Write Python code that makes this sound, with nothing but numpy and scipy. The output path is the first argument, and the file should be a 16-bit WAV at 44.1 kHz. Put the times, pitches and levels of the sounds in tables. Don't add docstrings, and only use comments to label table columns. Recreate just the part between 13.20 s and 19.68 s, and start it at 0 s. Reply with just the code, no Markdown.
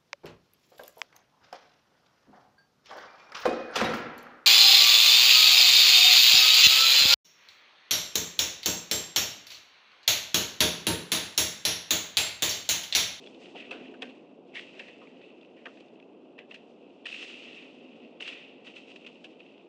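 import sys
import numpy as np
from scipy import signal
from scipy.fft import rfft, irfft
from scipy.io import wavfile
from scipy.ndimage import uniform_filter1d

SR = 44100
rng = np.random.default_rng(int(sys.argv[2]) if len(sys.argv) > 2 else 0)


def generate_wav(sig):
    pcm = np.round(np.clip(np.atleast_2d(sig).T, -1, 1) * 32767).astype(np.int16)
    wavfile.write(sys.argv[1], SR, pcm)


N = 285768

# (frequency [Hz], gain [dB])
HOUSING_RESPONSE = [(590, -57), (1000, -21.5), (1270, -17), (1480, -17.5), (1640, -22), (1900, -13),
                    (2190, -12), (2660, 3.5), (2830, -0.5), (4210, -17.5), (5310, -26), (7500, -34),
                    (9300, -42.5), (12100, -52.5)]


def undb(db):
    return 10 ** (np.asarray(db) / 20)


def level(x, db):
    return x * undb(db) / np.sqrt(np.mean(x ** 2))


def curves(table):
    time_s, *columns = np.transpose(table)
    return [np.interp(np.arange(N) / SR, time_s, column) for column in columns]


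def colour(x, points, size=2048):
    hz, db = np.transpose(points)
    bins_hz = np.fft.rfftfreq(size, 1 / SR) + 1
    gain_db = np.interp(np.log(bins_hz), np.log(hz), db)
    cepstrum = irfft(np.log(undb(gain_db)))
    cepstrum[1:size // 2] *= 2
    cepstrum[size // 2 + 1:] = 0
    impulse = irfft(np.exp(rfft(cepstrum)))
    return signal.fftconvolve(x, impulse)[:len(x)]


def band(x, lo_hz, hi_hz):
    return signal.sosfilt(signal.butter(2, [lo_hz, hi_hz], "band", fs=SR, output="sos"), x)


def split(x, edge_db, edge_hz=4200):
    low = signal.sosfilt(signal.butter(1, edge_hz, fs=SR, output="sos"), x)
    return low + undb(edge_db) * (x - low)


def cracks(size, scatter_db):
    boost_db = scatter_db * np.minimum(rng.exponential(size=size), 6)
    return level(rng.standard_normal(size) * undb(boost_db), 0)


def walk(rate_hz):
    step = int(SR / rate_hz)
    held = np.repeat(rng.standard_normal(N // step + 1), step)
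    return uniform_filter1d(held, step)[:N]


def snaps():
    # (time [s], level [dB], stick pitch [Hz], stick ring [dB re housing ring],
    # thud [dB re snap], sharp edge [dB], burst length to -60 dB [s])
    snap_events = [(0.347, -34, 750, 9, -8.5, -15, 0.057), (0.507, -29.5, 1410, -7, -7, 5, 0.11),
                   (0.534, -38.5, 1410, -2, -4, 5, 0.23), (0.738, -39.5, 1470, 2, -23, -11, 0.043),
                   (0.818, -31, 1680, -3, -2, 9, 0.14), (0.89, -39.5, 918, -10, -24, -2, 0.097),
                   (1.333, -42, 2210, 14, -7, -3, 0.09), (1.352, -27, 2060, 1.5, -21, -11, 0.18),
                   (1.593, -29.5, 1930, -1, -13, 22, 0.065), (1.678, -38.5, 1980, -3, -14, 0, 0.11),
                   (1.815, -43, 1070, 2, -10, -10, 0.11), (2.453, -36.5, 1320, 2, -4.5, -21, 0.13),
                   (2.601, -42.5, 1010, -13, -28, 18, 0.035), (3.179, -39.5, 1850, -2, -8, -24, 0.16),
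                   (3.31, -37, 1980, -7, -14, -6, 0.08), (3.341, -34, 1920, -7, -21, 8, 0.076),
                   (3.854, -26.5, 1880, -4, -26, -7, 0.063), (4.0182, -30.5, 2000, -11, -20, 2, 0.091),
                   (4.999, -36.5, 1230, -12, -7.5, -10, 0.076), (5.074, -29, 1890, -29, -20, 14, 0.086),
                   (5.467, -35.5, 1950, -25, -17, -2, 0.13), (5.7, -41, 780, -26, -11, 17, 0.084),
                   (5.758, -34.5, 1980, -17, -31, 5, 0.041), (5.863, -32.5, 759, -30, -17, -2, 0.1),
                   (6.041, -33, 1850, -14.5, -18, 12, 0.065)]
    # (frequency [Hz], width [Hz], relative level [dB])
    bough_modes = [(261, 52, -9.5), (481, 76, 2.5), (736, 87, -3), (870, 310, -3.5)]
    out = np.zeros(N + SR)
    t = np.arange(SR // 4) / SR
    slips = undb(2.0 * walk(280))
    for start_s, db, hz, stick_db, thud_db, edge_db, length_s in snap_events:
        i = int(start_s * SR)
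        tearing = (1 - np.exp(-t / 0.0014)) * undb(-60 * (t / length_s) ** 1.12)
        jerks = np.roll(slips, -i)[:len(t)]
        burst = cracks(len(t), scatter_db=3.5) * tearing * jerks

        ring = colour(split(burst, edge_db), HOUSING_RESPONSE)
        lo_hz, hi_hz = hz / 1.18, hz * 1.23
        stick = band(band(burst, lo_hz, hi_hz), lo_hz, hi_hz)
        bright = level(ring, 0) + level(stick, stick_db)
        bright = level(bright, -10.5) * np.sqrt(np.mean(tearing ** 2)) / tearing.max()

        shake = rng.standard_normal(len(t)) * t * np.exp(-t / 0.0082)
        thud = sum(level(band(shake, mode_hz - width_hz / 2, mode_hz + width_hz / 2), mode_db)
                   for mode_hz, width_hz, mode_db in bough_modes)
        thud /= np.abs(thud).max()
        out[i:i + len(t)] += undb(db) * (bright + undb(thud_db) * thud)
    return out[:N]


def ticks():
    # (time [s], peak [dB], twig pitch [Hz], click [dB re twig])
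    tick_events = [(0.039, -43.5, 3000, 5), (0.0617, -42, 3250, 5), (0.071, -37.5, 3400, -3),
                   (0.146, -45.5, 3550, -1), (0.257, -41, 2920, 8), (0.359, -42, 2830, -12),
                   (0.5096, -29, 3230, -7), (0.5136, -29, 2680, -14), (0.525, -34.5, 2550, -19),
                   (0.821, -30.5, 3510, -5), (0.822, -30, 3310, -18), (0.828, -29, 2600, -2),
                   (1.354, -32, 2060, 0.5), (1.371, -29.5, 2470, -6), (1.393, -31.5, 2530, -13),
                   (1.598, -34.5, 2680, -11), (1.871, -44.5, 2480, -13), (2.014, -47.5, 2500, -8),
                   (2.212, -48.5, 3470, 5), (2.229, -48, 2660, -1), (2.2477, -47, 2680, 14),
                   (2.4561, -32.5, 2470, -9), (2.462, -33, 1730, -12), (2.4662, -35.5, 1840, -8),
                   (2.572, -46.5, 2570, 1), (2.682, -52, 3550, 7), (2.755, -54.5, 2900, 0),
                   (2.799, -47.5, 2480, 3), (2.825, -49, 2600, 2), (3.188, -34, 2680, -22),
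                   (3.3097, -39.5, 2730, -8), (3.343, -39.5, 2690, -14), (3.703, -57, 2930, 3),
                   (3.8465, -47, 3360, -5), (3.8573, -31, 2690, -19), (3.866, -26.5, 2850, -1),
                   (3.888, -33, 2720, -5), (3.902, -39, 2750, -10), (3.925, -30, 2630, -7),
                   (3.9424, -29, 2710, -9), (3.946, -32, 2700, -13), (4.026, -34.5, 2920, -3),
                   (4.047, -34, 2850, -14), (4.275, -39, 2770, -5), (5.005, -28.5, 2690, -22),
                   (5.023, -28.5, 2880, -16), (5.0266, -29, 2670, -16), (5.0768, -30.5, 2700, -1),
                   (5.226, -43, 2570, -5), (5.448, -45, 2750, -6), (5.476, -42, 2820, -3),
                   (5.567, -41, 2670, -9), (5.68, -46, 2700, -3), (5.847, -43, 2720, -5),
                   (5.955, -44.5, 2820, 4), (6.203, -42, 2640, -4), (6.262, -46, 2760, -3),
                   (6.378, -49, 2770, 0)]
    t60_s, tear_s, edge_db = 0.021, 0.0013, -9
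    out = np.zeros(N + SR)
    t = np.arange(SR // 20) / SR
    for start_s, db, hz, click_db in tick_events:
        tear = rng.standard_normal(len(t)) * t * np.exp(-t / tear_s)
        ringing = np.sin(2 * np.pi * hz * t) * undb(-60 * t / t60_s)
        twig = np.convolve(tear, ringing)[:len(t)]
        click = colour(split(tear, edge_db), HOUSING_RESPONSE)
        tick = level(band(twig, hz / 2, hz * 2), 0) + level(click, click_db)
        i = int(start_s * SR)
        out[i:i + len(t)] += undb(db) * tick / np.abs(tick).max()
    return out[:N]


def layer_powers(bright_db, deep_db):
    return undb([[bright_db], [0], [deep_db]]) ** 2


def drags():
    # (start [s], level [dB], rise [s], hold [s], settling [dB/s],
    # brightness [dB re grass], depth [dB re grass])
    drag_events = [(0.0, -68.5, 0.0058, 0.029, 76, 21.5, 5), (0.171, -57.5, 0.062, 0.019, 83, 12, 7),
                   (0.353, -48.5, 0.006, 0.048, 108, 2.5, 5.5), (0.51, -57.5, 0.012, 0.12, 54, 4.5, 7.5),
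                   (0.808, -58.5, 0.0081, 0.033, 76, 8.5, 8.5), (1.338, -49, 0.011, 0.053, 192, 8, 7.5),
                   (1.519, -61, 0.089, 0.016, 147, 14, 20), (1.67, -63, .01, 0.077, 28.5, 5, 11),
                   (2.009, -59, 0.0083, 0.029, 87, 0, -4), (2.359, -61, 0.011, 0.014, 148, 1.5, 12.5),
                   (2.452, -65, 0.0099, 0.026, 43.5, 11, 12), (3.288, -66, 0.012, 0.043, 58, 10.5, 6),
                   (3.853, -45.5, 0.0073, 0.17, 49.5, 9, 0), (4.161, -50.5, 0.091, 0.12, 62, 4, 1),
                   (4.534, -62, 0.065, 0.25, 39, 0.5, -15), (5.001, -48, 0.013, 0.07, 92, 9, 2),
                   (5.03, -45.5, 0.029, 0.042, 60, -13, 1.5), (5.441, -55.5, 0.0098, 0.027, 81, 7.5, -8),
                   (5.547, -49, 0.015, 0.0083, 223, 6.5, -10), (5.658, -59, 0.035, 0.016, 77, 7.5, -14),
                   (6.182, -62.5, 0.013, 0.022, 28, 2.5, -15)]
    # (time [s], level [dB])
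    stirring = [(0, -63), (1.0, -75.5), (1.25, -72), (1.45, -56), (2.0, -68.5), (2.9, -73.5), (3.8, -69),
                (5.3, -74.5), (5.6, -62.5), (6.1, -63.5), (6.48, -80)]
    t = np.arange(N) / SR
    power = layer_powers(bright_db=6.5, deep_db=-9.5) * undb(curves(stirring)[0]) ** 2
    for start_s, db, rise_s, hold_s, settle_db_per_s, bright_db, deep_db in drag_events:
        swell = np.clip((t - start_s) / rise_s, 0, 1)
        settling_s = np.maximum(t - start_s - rise_s - hold_s, 0)
        fall = undb(db - settle_db_per_s * settling_s)
        power = power + layer_powers(bright_db, deep_db) * (swell * fall) ** 2
    return np.sqrt(power)


def rustle():
    fine_gain, grass_gain, twigs_gain = drags()
    spurts = 1.4 * walk(22)
    fine = cracks(N, scatter_db=3.0) * undb(1.5 * walk(40))
    grass = cracks(N, scatter_db=0.0) * undb(spurts + 2.42 * walk(160))
    twigs = cracks(N, scatter_db=3.5) * undb(spurts + 2.1 * walk(80))
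    stalks = np.zeros(N)
    for hz in np.geomspace(2000, 5200, num=6):
        breaking = cracks(N, scatter_db=5.5) * undb(2 * walk(35))
        stalks += level(band(breaking, hz / 1.09, hz * 1.081), -18.5)
    mixed = grass_gain * (stalks + band(grass, 340, 4000))
    mixed += fine_gain * band(fine, 4670, 10000)
    mixed += twigs_gain * band(twigs, 1500, 2120)
    return colour(mixed, HOUSING_RESPONSE) / np.std(colour(grass, HOUSING_RESPONSE))


def rumble():
    # (frequency [Hz], relative density [dB])
    tone = [(18, -66.5), (30, -37), (48, -37), (92, -28.5), (180, -6), (265, 2), (482, -1), (709, -7.5),
            (816, -12.5), (1650, -31), (2000, -58.5), (2600, -45.5), (4400, -120)]
    # (time [s], level [dB])
    rumble_level = [(0, -50.5), (.4, -50), (.58, -46.5), (.8, -50), (1.1, -53), (1.5, -51.5), (2.2, -53),
                    (3.9, -53), (4.5, -52), (6.48, -54)]
    # (centre [s], level [dB], half length [s])
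    hum_swells = [(0.567, -58, 0.17), (0.862, -51.5, 0.088), (4.212, -59, 0.14), (4.76, -54.5, 0.15)]
    hum_rest_db = -70
    t = np.arange(N) / SR
    hum_gain = undb(hum_rest_db) + sum(undb(db) * np.exp(-((t - centre_s) / half_s) ** 2)
                                       for centre_s, db, half_s in hum_swells)
    broad = level(colour(rng.standard_normal(N), tone, size=8192), 0)
    hum = level(band(rng.standard_normal(N), 233.5, 263.6), 0)
    return undb(curves(rumble_level)[0]) * broad + hum_gain * hum


def scene():
    mono = snaps() + ticks() + rustle() + rumble()
    return np.tile(mono, (2, 1))


def record(dry):
    ceiling, hiss_db, top_hz = 0.058, -91, 9300
    rounded = ceiling * np.tanh(dry / ceiling)
    noisy = rounded + undb(hiss_db) * rng.standard_normal(dry.shape)
    return signal.sosfilt(signal.ellip(10, .2, 80, top_hz, fs=SR, output="sos"), noisy)


dry = scene()
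out = record(dry)
generate_wav(out)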